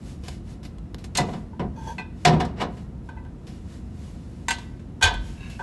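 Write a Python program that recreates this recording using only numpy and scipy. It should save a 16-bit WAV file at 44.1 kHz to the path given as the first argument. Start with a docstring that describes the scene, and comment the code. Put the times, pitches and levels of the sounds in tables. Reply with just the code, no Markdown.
"""Workshop bay open to the yard: a truck tyre is levered off its rim with two long steel bars.
The rubber bead slips over the flange in jerks (shaped noise bursts) and the casing booms (ringing modes).
Bars clank on each other, a bar wedged in the rim is knocked (noise crash plus modes),
and bars scrape (friction driving resonances). Gloves slide and grit ticks (shaped noise);
a low rumble of steady noise fills the bay."""
import sys
import numpy as np
from scipy import signal
from scipy.io import wavfile

SR = 44100
rng = np.random.default_rng(int(sys.argv[2]) if len(sys.argv) > 2 else 0)


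def log_audio(samples):
    """Write samples as a 16-bit WAV file to the path given in sys.argv[1]."""
    # one column per channel
    frames = np.atleast_2d(samples).T
    # limit to full scale, then quantise
    limited = np.clip(frames, -1, 1)
    pcm = np.round(limited * 32767).astype(np.int16)
    wavfile.write(sys.argv[1], SR, pcm)


N = 248249

# steady rumble of the yard: (frequency [Hz], density [dB per Hz, relative])
RUMBLE_SPECTRUM = [(13, -46), (22, -41), (49, -1.5), (70, -0.5), (87, -6), (202, -8), (422, -25),
                   (579, -29.5), (773, -33.5), (882, -34.5), (1900, -45.5), (4290, -55), (9220, -61),
                   (12000, -66.5), (15600, -106), (22000, -120)]
# gloves and sleeves: (frequency [Hz], density [dB per Hz, relative])
GLOVE_SPECTRUM = [(350, -34.5), (600, 5.5), (1040, -9), (1140, -3.5), (2180, -2.5), (5870, -5.5),
                  (9110, -8), (12000, -30.5), (15600, -65), (22000, -120)]
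# steel sliding through gloves, sleeves swishing: (middle [s], level [dB], half length to 1/e [s])
SWISHES = [(0.091, -53, 0.0644), (0.303, -51.5, 0.0614), (.51, -56, 0.0447), (1.317, -56.5, 0.091),
           (1.884, -54, 0.081), (2.232, -60, 0.0613), (2.78, -62.5, 0.067), (3.073, -69, 0.027),
           (3.54, -63, 0.0856), (3.735, -56.5, 0.0596), (4.055, -60, .08), (4.3, -65, 0.45),
           (4.589, -59, 0.067), (5.28, -54, 0.0733), (5.522, -57.5, 0.181)]
# tips ticking, boots scuffing on grit: (time [s], level [dB], t60 [s])
TICKS = [(.236, -49.5, 0.374), (.282, -30, 0.0325), (.63, -46, 0.21), (0.65, -43, 0.076),
         (0.784, -42.5, 0.012), (.945, -27, 0.00586), (0.983, -49, 0.206), (1.041, -38.5, 0.062),
         (3.469, -48, 0.258), (5.499, -46, 0.197)]
# colour of ticks and scuffs: (frequency [Hz], density [dB per Hz, relative])
GRIT_SPECTRUM = [(150, 2), (600, -1), (1200, -7), (2200, -2.5), (5000, -3), (9000, -14.5), (12000, -8.5)]
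# bar striking bar in single clanks: (time [s], level [dB], brightness [dB per octave], unused [s])
BAR_CLASHES = [(1.0425, -74.5, 8.5, 0), (1.174, -42, 4.5, 0), (4.4835, -27.5, -0.76, .021),
               (4.5065, -27.5, -0.35, .021), (4.5835, -45.5, -3.5, 0), (4.7945, -60.5, -4, 0)]
# wedged bar knocked: (time [s], level [dB], brightness [dB per octave], rattle length [s])
WEDGED_BAR_KNOCKS = [(1.532, -42, -28.5, 0), (1.981, -38, -9, 0.0197), (3.089, -40.5, -11, 0),
                     (3.165, -42.5, -20, 0.0097), (3.249, -49, -12, 0), (5.012, -30.5, -7, 0.0055),
                     (5.025, -26, 3, .1), (5.139, -39, -3.5, 0), (5.593, -32, -15, 0.014)]
# loaded flange pinging as the bar tip jumps: (time [s], level [dB], brightness [dB per octave])
PINGS = [(1.152, -45.5, 18.5), (1.173, -35, 17), (1.185, -16.5, -46.5), (1.983, -24.5, -10.5),
         (3.172, -41.5, -28.5)]
# ringing modes of the bar: (frequency [Hz], level [dB, relative], t60 [s])
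BAR_MODES = [(917, 4.5, .09), (1077, -7, .08), (1538, 3, .12), (1730, -7, .15), (1968, 0, .12),
             (2155, -1, .09), (2416, -3, .15), (2681, -1, .1), (2807, -7, .12), (3683, -5, .11),
             (4110, -5, .14), (4718, -6, .13), (5631, -12, .15), (6304, -8, .11), (6490, -4, .11),
             (7442, -3, .13), (8177, -10, .1), (8769, -12, .1), (9173, -13, .11), (10230, -18, .1),
             (11160, -21, .09)]
# ringing modes of a bar wedged in the rim: (frequency [Hz], level [dB, relative], t60 [s])
WEDGED_BAR_MODES = [(882, -7, .16), (915, -5, .22), (990, -11, .3), (1517, 3, .17), (1563, 3, .17),
                    (1693, -11, .3), (1984, -4, .19), (2404, -7, .1), (2438, -3, .14), (2481, -1, .18),
                    (2977, -14, .2), (3099, -9, .1), (3137, 0, .12), (3208, -22, .9), (3325, -8, .14),
                    (3390, -11, .14), (3457, -5, .22), (3908, -3, .19), (4395, -18, .25), (4429, -7, .15),
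                    (5050, -19, .15), (5792, -18, .15), (6613, -13, .16), (6800, -15, .15)]
# ringing modes of the flange: (frequency [Hz], level [dB, relative], t60 [s])
FLANGE_MODES = [(1990.7, -6.5, 0.176), (2480, -10, 0.27), (2611, -6, 0.152), (3620, -22.5, 0.26),
                (4223, -9.5, 0.0846), (6720, -18, 0.05), (8280, -22.5, 0.019)]
# dense overtones of steel: (frequency [Hz], density [dB per Hz, relative], t60 [s])
STEEL_OVERTONES = [(100, -24.5, 0.27), (360, -5, 0.141), (795, 5, 0.1266), (1200, -8, 0.217),
                   (1963, -0.5, 0.0713), (3200, -2, 0.201), (4700, -10.5, 0.16), (6700, -1.5, 0.0759),
                   (8920, -2, 0.0132), (11500, -21.5, 0.098)]
# bead slipping over the flange: (time [s], level [dB], brightness [dB per octave], build-up [s])
SLIPS = [(1.149, -27, 5, 0.00464), (1.17, -22.5, 17, 0.0024), (1.182, -20, -5.5, 0.0034),
         (1.284, -34.5, -6.5, .004), (1.328, -37, -3, 0.0088), (1.594, -24, -6, 0.00192),
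         (2.249, -13.5, 3.5, 0.00325), (2.271, -26.5, 2, 0.0058), (2.318, -24.5, -5, 0.02),
         (2.398, -24, -0.44, 0.00676), (2.448, -45, 8, 0.00274), (2.558, -34.5, -3, 0.0487),
         (2.6, -25, -1, 0.0181), (2.768, -49.5, -1.5, .004)]
# bead popping free, a bright knock then a boom: (time [s], level [dB], brightness [dB per octave])
POPS = [(2.251, -35.5, 7), (2.267, -11.5, -1.5)]
# dense overtones of rubber: (frequency [Hz], density [dB per Hz, relative], t60 [s])
RUBBER_OVERTONES = [(78.7, -27, 0.1467), (201, -2, 0.566), (408, -2.5, 0.253), (708.3, 3, 0.2286),
                    (1130, -5, 0.2106), (2520, -5.5, 0.0983), (3860, -10, 0.1297), (7460, -21.5, 0.0676),
                    (11580, -40, 0.034)]
# ringing modes of the casing: (frequency [Hz], level [dB, relative], t60 [s])
CASING_MODES = [(74.5, -9, 1.1), (141, -7, .22), (157, 2, .45), (275, -12, .9), (367, -10, .6),
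                (419, -16, .55), (487, -16, .6), (616, -10, .45), (712, -3, .22), (801, -13, .31),
                (1028, -21, .4), (1337, -21, .3)]
# bar dragged along the flange: (time [s], level [dB, before level_db of scrape()])
DRAG = [(1.74, -93.5), (1.764, -45), (1.866, -44.5), (1.878, -32), (1.932, -41.5), (1.96, -79.5)]
# broad resonances of the gripped bar: (frequency [Hz], level [dB, relative], t60 [s])
GRIPPED_RESONANCES = [(617.3, 4, 0.026), (893.5, 5.5, 0.088), (922, -4.5, 0.094), (1598, -2.5, 0.049),
                      (2495, -15.5, 0.113), (3345, -5.5, 0.032), (4570, -13, 0.031), (6194, 1, 0.01)]
# bar tip rasping under the bead: (time [s], level [dB, before level_db of scrape()])
RASP = [(5.35, -55.5), (5.356, -61.5), (5.414, -41), (5.558, -50.5), (5.58, -53.5)]
# resonances of the wedged bar as it rasps: (frequency [Hz], level [dB, relative], t60 [s])
RASP_RESONANCES = [(1087, -9.5, 0.065), (1680.4, 0, 0.082), (2276, 4, 0.031), (2640, 3, 0.024),
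                   (2683, 11, 0.033), (3770, 5.5, 0.019), (4280, -7.5, 0.043), (6270, -2, 0.0089)]
# wheel rocking on its springs: (time [s], level [dB], brightness [dB per octave])
JOLTS = [(5.035, -21.5, 8), (5.145, -21.5, -34.5)]
# modes of the rocking wheel: (frequency [Hz], level [dB, relative], t60 [s])
WHEEL_MODES = [(48.19, -1.5, 0.744), (62.64, -12, 0.8), (84.7, 3.5, 0.099)]

TIME_S = np.arange(N) / SR
# half-octave noise bands
EDGES_HZ = 22 * 2 ** np.arange(0, 9.6, .5)
CENTRES_HZ = np.sqrt(EDGES_HZ[1:] * EDGES_HZ[:-1])

RUMBLE_DB, RUSTLE_DB = -36.5, -74
GRIT_DB_PER_OCTAVE = -1.5
# wavering of ringing modes
WAVER_DEPTH, WAVERS_PER_S = .55, 70
# each gap of a rattle over the one before; crash level per brightness (harder contacts crash more)
GAP_GROWTH, CRASH_DB_PER_DB_PER_OCTAVE = 1.6, 0.765
# casing kick re the slip; loss per brightness (duller slips kick harder)
BOOM_DB, BOOM_LOSS_DB_PER_DB_PER_OCTAVE = -11.5, .3
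# softer, duller rub after each slip; level and brightness re the slip
SETTLE_DELAY_S, SETTLE_RISE_S, SETTLE_DB, SETTLE_DB_PER_OCTAVE = .025, .015, -20, -6
CUTOFF_HZ = 11700


def from_db(db):
    """Decibels to amplitude."""
    return 10 ** (np.asarray(db) / 20)


def rms_one(x):
    """Scale to rms 1."""
    return x / np.sqrt(np.mean(x ** 2) + 1e-20)


def level_curve(rows):
    """Gain in time from rows (time [s], level [dB]); silent outside them."""
    return from_db(np.interp(TIME_S, *np.transpose(rows), left=-200, right=-200))


def per_band(points, axis=1):
    """One column of a table over frequency, read at the band centres."""
    table = np.array(points)
    return np.interp(np.log(CENTRES_HZ), np.log(table[:, 0]), table[:, axis])


def noise_bands():
    """Half-octave bands of noise, rms 1 each; neighbours use separate noises."""
    white = rng.standard_normal((2, N))
    bands = []
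    for k, edges_hz in enumerate(zip(EDGES_HZ, EDGES_HZ[1:])):
        band_pass = signal.butter(2, edges_hz, "band", fs=SR, output="sos")
        bands.append(rms_one(signal.sosfilt(band_pass, white[k % 2])))
    return np.array(bands)


def band_gains(spectrum, tilt=0):
    """Band gains for a spectrum tilted in dB per octave, total power 1."""
    density = from_db(per_band(spectrum) + tilt * np.log2(CENTRES_HZ))
    gains = density * np.sqrt(CENTRES_HZ)  # bandwidth grows with frequency
    return gains / np.linalg.norm(gains)


def burst(bands, start_s, gains, t60_s, rise_s):
    """Countless overtones swell and die, each band at its own pace; low bands take a cycle or so to build."""
    start, out = int(start_s * SR), np.zeros(N)
    length = min(int((np.max(t60_s) + rise_s) * SR), N - start)
    t = TIME_S[:length]
    build_s = np.reshape(rise_s + 1 / CENTRES_HZ, (-1, 1))
    decay = np.exp(-np.log(1000) * np.maximum(t - build_s, 0) / np.reshape(t60_s, (-1, 1)))
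    shape = np.minimum(t / build_s, 1) * decay
    out[start:start + length] = gains @ (shape * bands[:, start:start + length])
    return out


def strike(hits, modes):
    """Hits (time, dB, tilt) pour energy into every mode; shifting contact makes each mode waver as it dies."""
    s, db, tilt = np.transpose(hits)[:3]
    lowest_hz, out = modes[0][0], np.zeros(N)
    steps_s = np.arange(0, N / SR + 1, 1 / WAVERS_PER_S)
    for hz, mode_db, t60_s in modes:
        blows = np.zeros(N)
        blows[(s * SR).astype(int)] = from_db(db + mode_db + tilt * np.log2(hz / lowest_hz)) ** 2
        loss = np.exp(-2 * np.log(1000) / (t60_s * SR))
        build = np.exp(-hz / SR)  # builds up in about a cycle
        energy = signal.lfilter([1 - build], [1, -loss - build, loss * build], blows + 1e-20)
        live = energy > 1e-10
        wander = rng.standard_normal((len(steps_s), 2)) @ [1, 1j]
        sway = 1 + WAVER_DEPTH * wander / np.sqrt(2)
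        carrier = np.exp(2j * np.pi * (hz * TIME_S[live] + rng.random()))
        swing = np.interp(TIME_S[live], steps_s, sway) * carrier
        out[live] += np.sqrt(energy[live]) * swing.real
    return out


def yard_rumble():
    """Steady low-weighted noise."""
    return from_db(RUMBLE_DB) * (band_gains(RUMBLE_SPECTRUM) @ noise_bands())


def gloves(bands):
    """Sliding hiss swells and fades with each stroke, over a constant rustle of clothes."""
    sliding = from_db(RUSTLE_DB)
    for middle_s, db, half_s in SWISHES:
        sliding = sliding + from_db(db) * np.exp(-((TIME_S - middle_s) / half_s) ** 2)
    return sliding * (band_gains(GLOVE_SPECTRUM) @ bands)


def ticks_and_scuffs(bands):
    """Dry contacts on grit: noise bursts of one colour, each with its own decay."""
    gains = band_gains(GRIT_SPECTRUM, GRIT_DB_PER_OCTAVE)
    return sum(burst(bands, s, from_db(db) * gains, t60_s, 0) for s, db, t60_s in TICKS)


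def contact(s, db, tilt, crash_db):
    """One contact (time, dB, tilt, crash dB); crash_db is the crash re the ring at zero tilt."""
    return s, db, tilt, db + crash_db + CRASH_DB_PER_DB_PER_OCTAVE * tilt


def rattle(blows, first_gap_s, fade_db_per_s, dulling_db_per_octave_per_s, crash_db):
    """Contacts at growing gaps, ever softer and duller, within each blow's rattle length."""
    gaps_s = first_gap_s * GAP_GROWTH ** np.arange(8)
    delays_s = np.concatenate([[0], np.cumsum(gaps_s)])
    contacts = []
    for s, blow_db, blow_tilt, length_s in blows:
        for delay_s in delays_s[delays_s <= length_s]:
            db = blow_db - fade_db_per_s * delay_s
            tilt = blow_tilt - dulling_db_per_octave_per_s * delay_s
            contacts.append(contact(s + delay_s, db, tilt, crash_db))
    return contacts


def clanks(bands):
    """Steel on steel: a short crash of overtones and ringing modes, damped by hands and rubber."""
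    on_bar = [contact(s, db, tilt, crash_db=1) for s, db, tilt, _ in BAR_CLASHES]
    on_wedged_bar = rattle(WEDGED_BAR_KNOCKS, first_gap_s=.0051, fade_db_per_s=23.4,
                           dulling_db_per_octave_per_s=195, crash_db=1.56)
    t60_s = per_band(STEEL_OVERTONES, axis=2)
    crash = np.zeros(N)
    for s, _, tilt, crash_db in on_wedged_bar + on_bar:
        gains = from_db(crash_db) * band_gains(STEEL_OVERTONES, tilt / 2)
        crash += burst(bands, s, gains, t60_s, 0)
    rings = strike(on_wedged_bar, WEDGED_BAR_MODES) + strike(on_bar, BAR_MODES)
    return crash + rings + strike(PINGS, FLANGE_MODES)


def tyre(bands):
    """Each slip is a rough bark of rubber, settles with a softer rub and kicks the casing and its air."""
    settles, kicks = [], []
    for s, db, tilt, rise_s in SLIPS:
        settles.append((s + SETTLE_DELAY_S, db + SETTLE_DB, tilt + SETTLE_DB_PER_OCTAVE, SETTLE_RISE_S))
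        kicks.append((s + rise_s, db + BOOM_DB - BOOM_LOSS_DB_PER_DB_PER_OCTAVE * tilt, 0))
    t60_s = per_band(RUBBER_OVERTONES, axis=2)
    bark = np.zeros(N)
    for s, db, tilt, rise_s in list(SLIPS) + settles:
        bark += burst(bands, s, from_db(db) * band_gains(RUBBER_OVERTONES, tilt), t60_s, rise_s)
    return bark + strike(kicks + list(POPS), CASING_MODES)


def friction(catches_per_s, spread_db):
    """Tiny catches of uneven size and either sign at random moments."""
    sizes = from_db(spread_db * np.minimum(rng.exponential(1, N), 4)) * rng.choice([-1, 1], N)
    return sizes * (rng.random(N) < catches_per_s / SR)


def ring(force, hz, t60_s):
    """Two-pole resonator: a unit click sets a sine of height 1 ringing."""
    r, w = from_db(-60 / (t60_s * SR)), 2 * np.pi * hz / SR
    return signal.lfilter([0, np.sin(w)], [1, -2 * r * np.cos(w), r * r], force + 1e-18)


def scrape(stroke, modes, level_db, catches_per_s, grit_db):
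    """Friction excites the bar's resonances along the stroke and is also heard directly as grit."""
    force = friction(catches_per_s, spread_db=-3.5)
    rings = rms_one(sum(from_db(db) * ring(force, hz, t60_s) for hz, db, t60_s in modes))
    grit = from_db(grit_db) * rms_one(force)
    return from_db(level_db) * level_curve(stroke) * (rings + grit)


def wheel_jolts():
    """The wheel rocks on its springs: jolts ring its low modes."""
    return strike(JOLTS, WHEEL_MODES)


def reflections(x, t60_s, delay_s, dull_hz):
    """Diffuse echoes: decaying noise that starts after a delay, dulled by the surfaces."""
    t = TIME_S[:SR]
    tail = rng.standard_normal(SR) * np.exp(-np.log(1000) * t / t60_s) * (t > delay_s)
    tail /= np.linalg.norm(tail)
    tail = signal.sosfilt(signal.butter(1, dull_hz, fs=SR, output="sos"), tail)
    return signal.fftconvolve(x, tail)[:N]


def scene():
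    """Work at the wheel, its echoes in wheel arch and bay, jolts and rumble; both channels alike."""
    bands = noise_bands()
    work = gloves(bands) + ticks_and_scuffs(bands) + clanks(bands) + tyre(bands)
    work += scrape(DRAG, GRIPPED_RESONANCES, level_db=-1.5, catches_per_s=4500, grit_db=-17.5)
    work += scrape(RASP, RASP_RESONANCES, level_db=-5.0, catches_per_s=910, grit_db=-21.5)
    wheel_arch = from_db(-7) * reflections(work, t60_s=0.0592, delay_s=0.0009, dull_hz=8150)
    bay = from_db(-14.5) * reflections(work, t60_s=0.533, delay_s=0.015, dull_hz=2538)
    mono = work + wheel_arch + bay + yard_rumble() + wheel_jolts()
    return np.array([mono, mono])


def record(dry):
    """The microphone loses the deepest bass, the loudest peaks are rounded and the top is cut."""
    heard = signal.sosfilt(signal.butter(3, 30, "high", fs=SR, output="sos"), dry)
    rounded = 0.9157 * np.tanh(heard / 0.8698)
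    return signal.sosfilt(signal.ellip(10, .2, 80, CUTOFF_HZ, fs=SR, output="sos"), rounded)


dry = scene()
out = record(dry)
log_audio(out)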